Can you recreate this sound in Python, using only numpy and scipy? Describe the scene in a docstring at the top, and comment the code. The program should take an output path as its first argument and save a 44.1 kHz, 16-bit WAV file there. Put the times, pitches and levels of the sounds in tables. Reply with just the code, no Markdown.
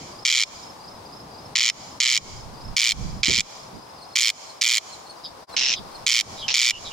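"""A meadow: a corn crake rasps its double call close by, and a rival further off answers with two rasps.
Each rasp is a train of syrinx pulses in limping threes; grass scatters it and a wood edge throws it back.
Small birds twitter, chip and chirp as gliding whistles over a far rush and rumble of filtered noise.
Wind and soft bumps, also shaped noise, play on the microphone; gain control ducks everything when it gets loud."""
import sys
import numpy as np
from scipy import signal
from scipy.fft import rfft, irfft
from scipy.io import wavfile
from scipy.ndimage import uniform_filter1d

SR = 44100
rng = np.random.default_rng(int(sys.argv[2]) if len(sys.argv) > 2 else 0)


def output_pcm(signal):
    """Save a mono or channel-first signal as 16-bit PCM at the path in sys.argv[1].

    Samples are clipped to [-1, 1] before scaling.
    """
    pcm = np.clip(np.atleast_2d(signal).T, -1, 1) * 32767
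    wavfile.write(sys.argv[1], SR, np.round(pcm).astype(np.int16))


N = 305172
TIME = np.arange(N) / SR

# rasps of the near bird: first pulse t/s, last pulse t/s, mid-rasp drag/ms, relative level/dB,
# treble from 10 kHz up/dB, left minus right/dB
RASPS = [(-.27, -.1, 0.91, -1, 0, 0), (.2513, .4343, 1.0, -1.5, -2.5, 1.5),
         (1.555, 1.698, 1.44, -1.5, -3.5, 1.5), (2.0024, 2.175, 1.6, -1, -2.5, 0.5),
         (2.7664, 2.9188, .5, -2, 1.5, 0.5), (3.2322, 3.4052, 1.87, -1.5, -3.5, -0.5),
         (4.1564, 4.3002, 0.39, -1, 3.5, 0.5), (4.6131, 4.7802, 1.2, -2, 3.5, 0),
         (6.0654, 6.2086, 0.45, -3, 1.5, 0), (6.5411, 6.7064, 2.28, -1.5, 0.5, 1.5)]
# rasps of the rival, same columns
RIVAL_RASPS = [(5.5657, 5.737, 0, -6.5, 0, -0.095), (6.4813, 6.655, 0.025, -14.5, 0, -.5)]
# gaps in a group of three pulses, scaled to fill the rasp: share of the rasp (0-1),
# then relative short, middle and long gap
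RHYTHM = [(0, 5.9, 7.4, 9.6), (.2, 6.8, 7.9, 10.5), (.55, 6.7, 7.9, 9.6), (.88, 7.7, 9.3, 9.0),
          (1, 11.2, 9.9, 10.7)]
# membrane claps in a pulse, before stretch and chance: delay/ms, ring f/Hz, decay/ms, relative level/dB,
# own left minus right/dB, right ear lag/ms
CLAPS = [(-1.3, 3100, 0.14, -14, -4, .02), (0.58, 5350, 0.17, -1, -2, 0.021),
         (0.93, 3800, 0.13, -2, -3, 0.018), (1.83, 3295, 0.16, -1, -2, .02),
         (4, 3400, 0.16, -10, -8.5, .02)]
# narrow resonances of the windpipe: f/Hz, width/Hz, relative level/dB
WINDPIPE = [(2413, 190, -2.5), (3050, 420, -2), (4115, 100, -5.5), (5370, 50, -0.5), (6940, 314, 2)]
# colour of throat and open bill, near bird then rival: f/Hz, level/dB
BILL = [(300, -17), (900, -13), (1200, -3), (1520, -8), (1850, 2), (2300, 6), (2700, -4.5), (3200, 1),
        (4500, 1.5), (6200, 2), (7000, 4), (7600, 2), (9600, -4), (15000, 6)]
RIVAL_BILL = [(300, -15.5), (1400, -13.5), (2000, -3.5), (2400, 0.5), (2850, 1.5), (3250, -4.5), (3900, -2),
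              (4400, -4.5), (4850, -5.5), (5350, 2), (6700, -10), (7500, -20.5), (10000, -39), (15000, -26)]
# colour of the echo from the wood edge: f/Hz, level/dB
WOOD = [(500, 8), (2000, -4), (4000, -4), (6300, 3), (8000, -0.5), (11000, -2), (15000, -28)]

# spectral shape of the far rush of the valley, then of its low rumble: f/Hz, relative level/dB
RUSH = [(30, -32), (200, -11), (400, -4.5), (750, 2), (1050, 2), (1350, -6.5), (1800, -12.5), (3000, -16.5),
        (5000, -11), (7000, -21), (10000, -23.5), (15000, -31.5)]
RUMBLE = [(20, -37), (60, -7), (120, -0.5), (200, -2), (400, -6.5), (800, -11.5), (2000, -55)]
# the rumble starts at this level and fades
RUMBLE_DB, RUMBLE_FADE_DB_PER_S = -47.3, .6
# one gust on the microphone: t/s, level before GUST_DB/dB
WIND = [(2.15, -62), (2.31, -46), (2.638, -52), (2.712, -38), (2.81, -54), (3.05, -31), (3.116, -38),
        (3.396, -40), (3.47, -66)]
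GUST_DB = 3.8
# spectral shape of wind on the microphone: f/Hz, relative level/dB
WIND_COLOUR = [(20, 1), (45, -1.5), (110, 0.5), (200, -5), (400, -27.5), (800, -44), (2000, -40),
               (15000, -110)]
# the breeze slowly freshens
BREEZE_DB, BREEZE_RISE_DB_PER_S = -60, 1.3
# breeze and rumble sink together in one lull
LULL_S, LULL_WIDTH_S, BREEZE_LULL_DB, RUMBLE_LULL_DB = 4.55, .85, -22, -5
# soft bumps on the microphone: t/s, relative level/dB, rise and decay/s, upper f/Hz where it rolls off
BUMPS = [(3.005, -32.5, .025, 130), (3.278, -15.5, .016, 360), (3.372, -25, .01, 250),
         (3.73, -40.5, .021, 330), (5.538, -38, .0049, 1610), (5.785, -42, .017, 200)]

# bouts of a small bird's twitter: first phrase t/s, last phrase t/s, relative level/dB
TWITTER_BOUTS = [(.11, .32, -48), (.55, 1.05, -47.5), (1.305, 3.515, -49.5), (3.745, 4.42, -52),
                 (5.16, 5.87, -55)]
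# approximate phrase spacing, and the fade through a bout
PHRASE_S, TWITTER_FADE_DB_PER_S = .245, .5
# a phrase is three falling slurs, then three arches; levels are relative to the bout
SLUR_HZ, SLUR_FALL_HZ, SLUR_S, SLUR_DB = 5030, 420, .0284, -1.5
ARCH_HZ, ARCH_S, ARCH_AFTER_S, ARCH_DB = 5150, .024, .075, -2.5
# arched chips of another bird, each led in by a softer one: t/s, level/dB
CHIPS = [(4.015, -46), (4.13, -47), (4.488, -45), (4.92, -42), (5.091, -40.5), (5.522, -46), (5.944, -46)]
CHIP_HZ, CHIP_FALL_HZ, CHIP_S, LEAD_IN_S, LEAD_IN_DB = 4200, 300, .0275, .033, -9
# buzzy falling chirps in two voices at once: t/s, length/s, low voice level/dB, high voice level/dB
CHIRPS = [(5.235, .045, -42.5, -36), (5.742, .056, -41, -41.5), (6.365, .08, -44.5, -49),
          (6.841, .062, -41, -50)]
# CHIRP_FALL is a share of the starting pitch
CHIRP_LOW_HZ, CHIRP_HIGH_HZ, CHIRP_FALL, CHIRP_BUZZ = 3880, 5120, .1, .8
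# slurred whistles: t/s, length/s, start f/Hz, end f/Hz, level/dB
WHISTLES = [(6.408, .061, 3310, 3070, -38.5), (6.662, .014, 3660, 3480, -19.5),
            (6.7, .095, 2780, 2940, -39), (6.903, .046, 2860, 2950, -42)]
WHISTLE_BUZZ = .35

# the level dips briefly and comes back a little higher than before: t/s, level/dB
DIP = [(5.435, -1), (5.452, -18), (5.465, -34), (5.478, -15), (5.495, 1.5)]
# room ahead of each rasp's first pulse for early claps; upper edge of the final low-pass
LEAD_S, TOP_HZ = .004, 15800


def undb(db):
    """Decibels to gain."""
    return 10 ** (np.asarray(db) / 20)


def curve(rows, at=TIME):
    """Straight lines through (position, value) rows."""
    return np.interp(at, *np.transpose(rows))


def pan(db):
    """Left and right gains for a level difference."""
    return undb(np.array([[db], [-db]]) / 2)


def unit(x):
    """Scale to rms 1."""
    return x / np.sqrt(np.mean(x ** 2))


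def add(out, start, sound):
    """Mix a stereo sound in at a time, cut to the scene."""
    i = int(round(start * SR))
    a, b = max(i, 0), min(i + sound.shape[-1], N)
    if b > a:
        out[:, a:b] += sound[:, a - i:b - i]


def colour(x, points, size=4096):
    """Causal minimum-phase filter with the given (Hz, dB) response, built by folding its cepstrum."""
    hz, db = np.transpose(points)
    bins = np.maximum(np.arange(size // 2 + 1), 1) * SR / size
    response_db = np.interp(np.log(bins), np.log(hz), db)
    cepstrum = irfft(np.log(undb(response_db)))
    cepstrum[1:size // 2] *= 2
    cepstrum[size // 2 + 1:] = 0
    impulse = irfft(np.exp(rfft(cepstrum)))
    return signal.fftconvolve(x, impulse[None], axes=-1)[:, :x.shape[-1]]


def walk(rate):
    """Slow random drift of rms 1, from smoothed steps at a rate in Hz."""
    hold = int(SR / rate)
    steps = rng.standard_normal(N)[np.arange(N) // hold]
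    return unit(uniform_filter1d(uniform_filter1d(steps, hold), hold))


def noise(points, side_db, size=N, channels=2):
    """Coloured stereo noise of rms 1; the side level sets its width."""
    mid, side = rng.standard_normal((channels, size))
    stereo = mid + undb(side_db) * side * np.array([[1], [-1]])
    return unit(colour(stereo, points))


def scatter(x, envelope, channels=2):
    """Countless small reflections under an envelope, different at each ear."""
    response = rng.standard_normal((channels, len(envelope))) * envelope
    return signal.fftconvolve(x, response / np.sqrt(np.sum(envelope ** 2)), axes=-1)


def pulse_times(length, drag_ms, pulse_hz):
    """Pulses in limping groups of three that drag in mid-rasp, even out and slow at the end."""
    k = np.arange(round(length * pulse_hz))
    share, *gaps = np.transpose(RHYTHM)
    gap = np.choose(k % len(gaps), [np.interp(k / k[-1], share, g) for g in gaps])
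    done = np.append(0, np.cumsum(gap)) / gap.sum()
    return length * done + drag_ms / 1000 * np.sin(np.pi * done)


def rasp(onsets, stretch, spacing_spread, puff_db, puff_s, ring_spread=.08, fade_db=2,
         clap_spread_db=1.5, edge=1.59, leak_db=-20, size=10240):
    """Each pulse claps unevenly, ringing for a cycle or two, and puffs air; the first pulses snap hardest."""
    t = np.arange(size) / SR - LEAD_S
    claps, flow = np.zeros((2, size)), np.zeros(size)
    accent_db, accent_s = 4.5, .014
    for onset in onsets:
        spacing = stretch * (1 + spacing_spread * rng.standard_normal())
        accent = accent_db * np.exp(-(onset / accent_s) ** 2)
        effort = -fade_db * (onset / onsets[-1]) ** 4
        for delay_ms, hz, decay_ms, db, pan_db, lag_ms in CLAPS:
            ring, force, slip = rng.standard_normal(size=3)
            start = onset + delay_ms * (spacing + spacing_spread * slip / 2) / 1000
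            i = max(int((start + LEAD_S) * SR), 0)
            ear_lag = np.array([[0], [lag_ms]]) / 1000
            age = np.maximum(t[i:i + 128] - start - ear_lag, 0)
            decays = age * 1000 / decay_ms
            envelope = (decays * np.exp(1 - decays)) ** edge
            clap = envelope * np.sin(2 * np.pi * hz * (1 + ring_spread * ring) * age)
            # claps further from the onset take less of the accent
            clap_db = db + effort + accent / (1 + abs(delay_ms)) + clap_spread_db * force
            claps[:, i:i + age.shape[1]] += clap * undb(clap_db) * pan(pan_db)
        since = np.maximum(t - onset, 0) / puff_s
        flow += since * np.exp(1 - since)
        # a little air also leaks before the membranes part
        flow += undb(leak_db) * np.exp(-np.abs(t - onset) / 0.0042)
    air_colour = [(1200, -2), (2000, -5.5), (6000, 4), (8000, 6), (10500, -0.5), (15000, -17)]
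    air = noise(air_colour, side_db=-3, size=size)
    return claps + undb(puff_db) * flow * air


def near_voice(length, drag_ms):
    """The near bird's pulse train rings in its windpipe."""
    onsets = pulse_times(length, drag_ms, pulse_hz=120.5)
    pulses = rasp(onsets, stretch=0.996, spacing_spread=0.044, puff_db=-22.0, puff_s=0.0013)
    voice = pulses.copy()
    for hz, width, db in WINDPIPE:
        voice += undb(db) * signal.lfilter(*signal.iirpeak(hz, hz / width, fs=SR), pulses)
    return voice


def crake(rows, voice, bill, level_db, grass_db, grass_s, echo_db, echo_delay_s=0.2, echo_spread_s=0.058):
    """Rasps through the bill, scattered at once by the grass and later by the wood edge."""
    near, far = np.zeros((2, N)), np.zeros((2, N))
    t, soon = TIME[:SR // 2], TIME[:SR // 20]
    grass = np.exp(-soon / grass_s) * (1 - np.exp(-soon / grass_s))
    wood = np.exp(-.5 * ((t - echo_delay_s) / echo_spread_s) ** 2)
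    # a diffuse tail swells in under the echo
    wood += 0.98 * np.exp(-t / 0.24) * np.minimum(t / 0.035, 1)
    for start, end, drag_ms, db, treble_db, pan_db in rows:
        call = colour(voice(end - start, drag_ms), [(7000, 0), (10000, treble_db)]) * undb(db + level_db)
        add(near, start - LEAD_S, call * pan(pan_db))
        add(near, start - LEAD_S, undb(grass_db) * scatter(call, grass) * pan(pan_db))
        add(far, start - LEAD_S, undb(echo_db) * scatter(call, wood))
    return colour(near + colour(far, WOOD), bill)


def meadow():
    """A wide far rush, a narrow rumble, and a breeze with one gust that buffets the microphone."""
    lull = np.exp(-((TIME - LULL_S) / LULL_WIDTH_S) ** 2)
    rush = noise(RUSH, side_db=-1) * undb(-42.5 + .5 * walk(14)) * pan(2.7)
    rumble_db = RUMBLE_DB - RUMBLE_FADE_DB_PER_S * TIME + RUMBLE_LULL_DB * lull + 2.6 * walk(13)
    rumble = noise(RUMBLE, side_db=-24) * undb(rumble_db) * pan(0.91)
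    gust = undb(curve(WIND) + GUST_DB) * (TIME > WIND[0][0]) * (TIME < WIND[-1][0])
    breeze = undb(BREEZE_DB + BREEZE_RISE_DB_PER_S * TIME + BREEZE_LULL_DB * lull)
    wind = noise(WIND_COLOUR, side_db=-3) * (gust + breeze) * undb(2 * walk(25)) * pan(-3.5)
    return rush + rumble + wind


def note(length, start_hz, end_hz, db, arch_hz=0, buzz=0, overtone_db=-32, buzz_hz=160, waver_hz=150):
    """A songbird's gliding whistle; a buzz throbs its level and shakes its pitch."""
    u = np.linspace(0, 1, int(length * SR))
    throb_hz = buzz_hz * (1 + 0.063 * rng.standard_normal())
    throb = 2 * np.pi * (throb_hz * length * u + rng.random())
    glide = start_hz + (end_hz - start_hz) * u + arch_hz * np.sin(np.pi * u)
    waver = unit(uniform_filter1d(rng.standard_normal(len(u)), size=90))
    hz = glide - 280 * buzz * np.sin(throb) + waver_hz * np.sqrt(abs(buzz)) * waver
    phase = 2 * np.pi * np.cumsum(hz) / SR
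    swell = np.sin(np.pi * u) * (1 + buzz * np.cos(throb))
    tone = np.sin(phase) + undb(overtone_db) * np.sin(2 * phase)
    return unit(swell * tone) * undb(db) * pan(0)


def far_twitter(db=-59, spread_db=3, blur_s=.012, count=90):
    """Similar arched slurs, faint, blurred and scattered at random, from deeper in the meadow."""
    out = np.zeros((2, N))
    for when, pitch, force in rng.random((count, 3)):
        hz = 4850 + 450 * pitch
        add(out, when * N / SR, note(0.033, hz, hz - 300, db + spread_db * (2 * force - 1), arch_hz=90))
    return scatter(out, np.exp(-TIME[:SR // 10] / blur_s))[:, :N]


def twitter(step_s=.034, vary_db=1.6, pitch_spread=.006):
    """Phrases of slurs and arches at an even pace, no two alike, fading through each bout."""
    out = np.zeros((2, N))
    for first, last, db in TWITTER_BOUTS:
        for start in np.linspace(first, last, round((last - first) / PHRASE_S) + 1):
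            phrase_db = db - TWITTER_FADE_DB_PER_S * (start - first)
            for k in np.arange(3):
                force, pitch = rng.standard_normal((2, 2))
                slur_hz, arch_hz = np.array([SLUR_HZ, ARCH_HZ]) * (1 + pitch_spread * pitch)
                slur_db, arch_db = phrase_db + vary_db * force + [SLUR_DB, ARCH_DB]
                slur = note(SLUR_S, slur_hz, slur_hz - SLUR_FALL_HZ, slur_db)
                arch = note(ARCH_S, arch_hz, arch_hz - 100, arch_db, arch_hz=126)
                add(out, start + k * step_s, slur)
                add(out, start + ARCH_AFTER_S + k * step_s, arch)
    return out


def songbirds(wet_db=-5, tail_s=0.02):
    """Twitters, chips and chirps from around the meadow, blurred by distance."""
    dry = twitter() + chips() + chirps()
    return dry + undb(wet_db) * scatter(dry, np.exp(-TIME[:SR // 2] / tail_s))[:, :N]


def bumps():
    """Dull knocks of low-passed noise that swell and die away."""
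    out, t = np.zeros((2, N)), TIME[:SR // 2]
    for start, db, decay_s, top_hz in BUMPS:
        dull = [(top_hz / 10, -10), (top_hz / 3, 1), (top_hz, -3), (top_hz * 4, -36), (15000, -90)]
        envelope = t / decay_s * np.exp(1 - t / decay_s)
        thud = noise(dull, side_db=-1, size=len(t)) * envelope
        add(out, start, thud * undb(db) * pan(-7))
    return out


def chips():
    """Pairs of arched, falling whistles with a clear overtone, soft then loud."""
    out = np.zeros((2, N))
    for start, db in CHIPS:
        for early_s, soft_db in [(LEAD_IN_S, LEAD_IN_DB), (0, 0)]:
            hz = CHIP_HZ + 50 * rng.standard_normal()
            chip = note(CHIP_S, hz, hz - CHIP_FALL_HZ, db + soft_db, arch_hz=253, overtone_db=-13.5)
            add(out, start - early_s, chip)
    return out


def chirps():
    """Both sides of a syrinx buzz and fall together; plainer whistles join the later chirps."""
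    out = np.zeros((2, N))
    for start, length, low_db, high_db in CHIRPS:
        for hz, db in [(CHIRP_LOW_HZ, low_db), (CHIRP_HIGH_HZ, high_db)]:
            add(out, start, note(length, hz, hz * (1 - CHIRP_FALL), db, buzz=CHIRP_BUZZ))
    for start, length, start_hz, end_hz, db in WHISTLES:
        add(out, start, note(length, start_hz, end_hz, db, buzz=WHISTLE_BUZZ))
    return out


def rival_voice(length, drag_ms):
    """The rival pulses a little faster, with tighter but less regular claps and more air."""
    onsets = pulse_times(length, drag_ms, pulse_hz=128.4)
    return rasp(onsets, stretch=0.788, spacing_spread=0.093, puff_db=-11, puff_s=0.002)


def scene():
    """Both crakes, the songbirds and the meadow, with the brief dip in level."""
    near = crake(RASPS, near_voice, BILL, level_db=2.5, grass_db=-13.5, grass_s=.0036, echo_db=-30)
    rival = crake(RIVAL_RASPS, rival_voice, RIVAL_BILL, level_db=3.5, grass_db=-5.5, grass_s=0.0061, echo_db=-55)
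    mix = near + rival + songbirds() + far_twitter() + meadow() + bumps()
    return mix * undb(curve(DIP))


def gain_control(x, threshold_db=-22.0, slope=0.78):
    """Turns loud passages down over about two pulses and lets go more slowly."""
    # release is the time to let go by one neper (8.7 dB) of level
    window_s, attack_s, release_s = .025, .016, .095
    power = uniform_filter1d(np.mean(x ** 2, axis=0), int(window_s * SR))
    log_level = np.log(np.maximum(power, 1e-12)) / 2
    # the level may jump up at once but only falls at the release rate
    held = np.maximum.accumulate(log_level + TIME / release_s) - TIME / release_s
    over = np.maximum(held - np.log(undb(threshold_db)), 0)
    return x * np.exp(-min(slope, 1) * uniform_filter1d(over, int(attack_s * SR)))


def record(dry):
    """Gain control, then a steep low-pass cuts the top."""
    low_pass = signal.ellip(8, .2, 70, TOP_HZ, fs=SR, output="sos")
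    return signal.sosfilt(low_pass, gain_control(dry))


dry = scene()
out = record(dry)
output_pcm(out)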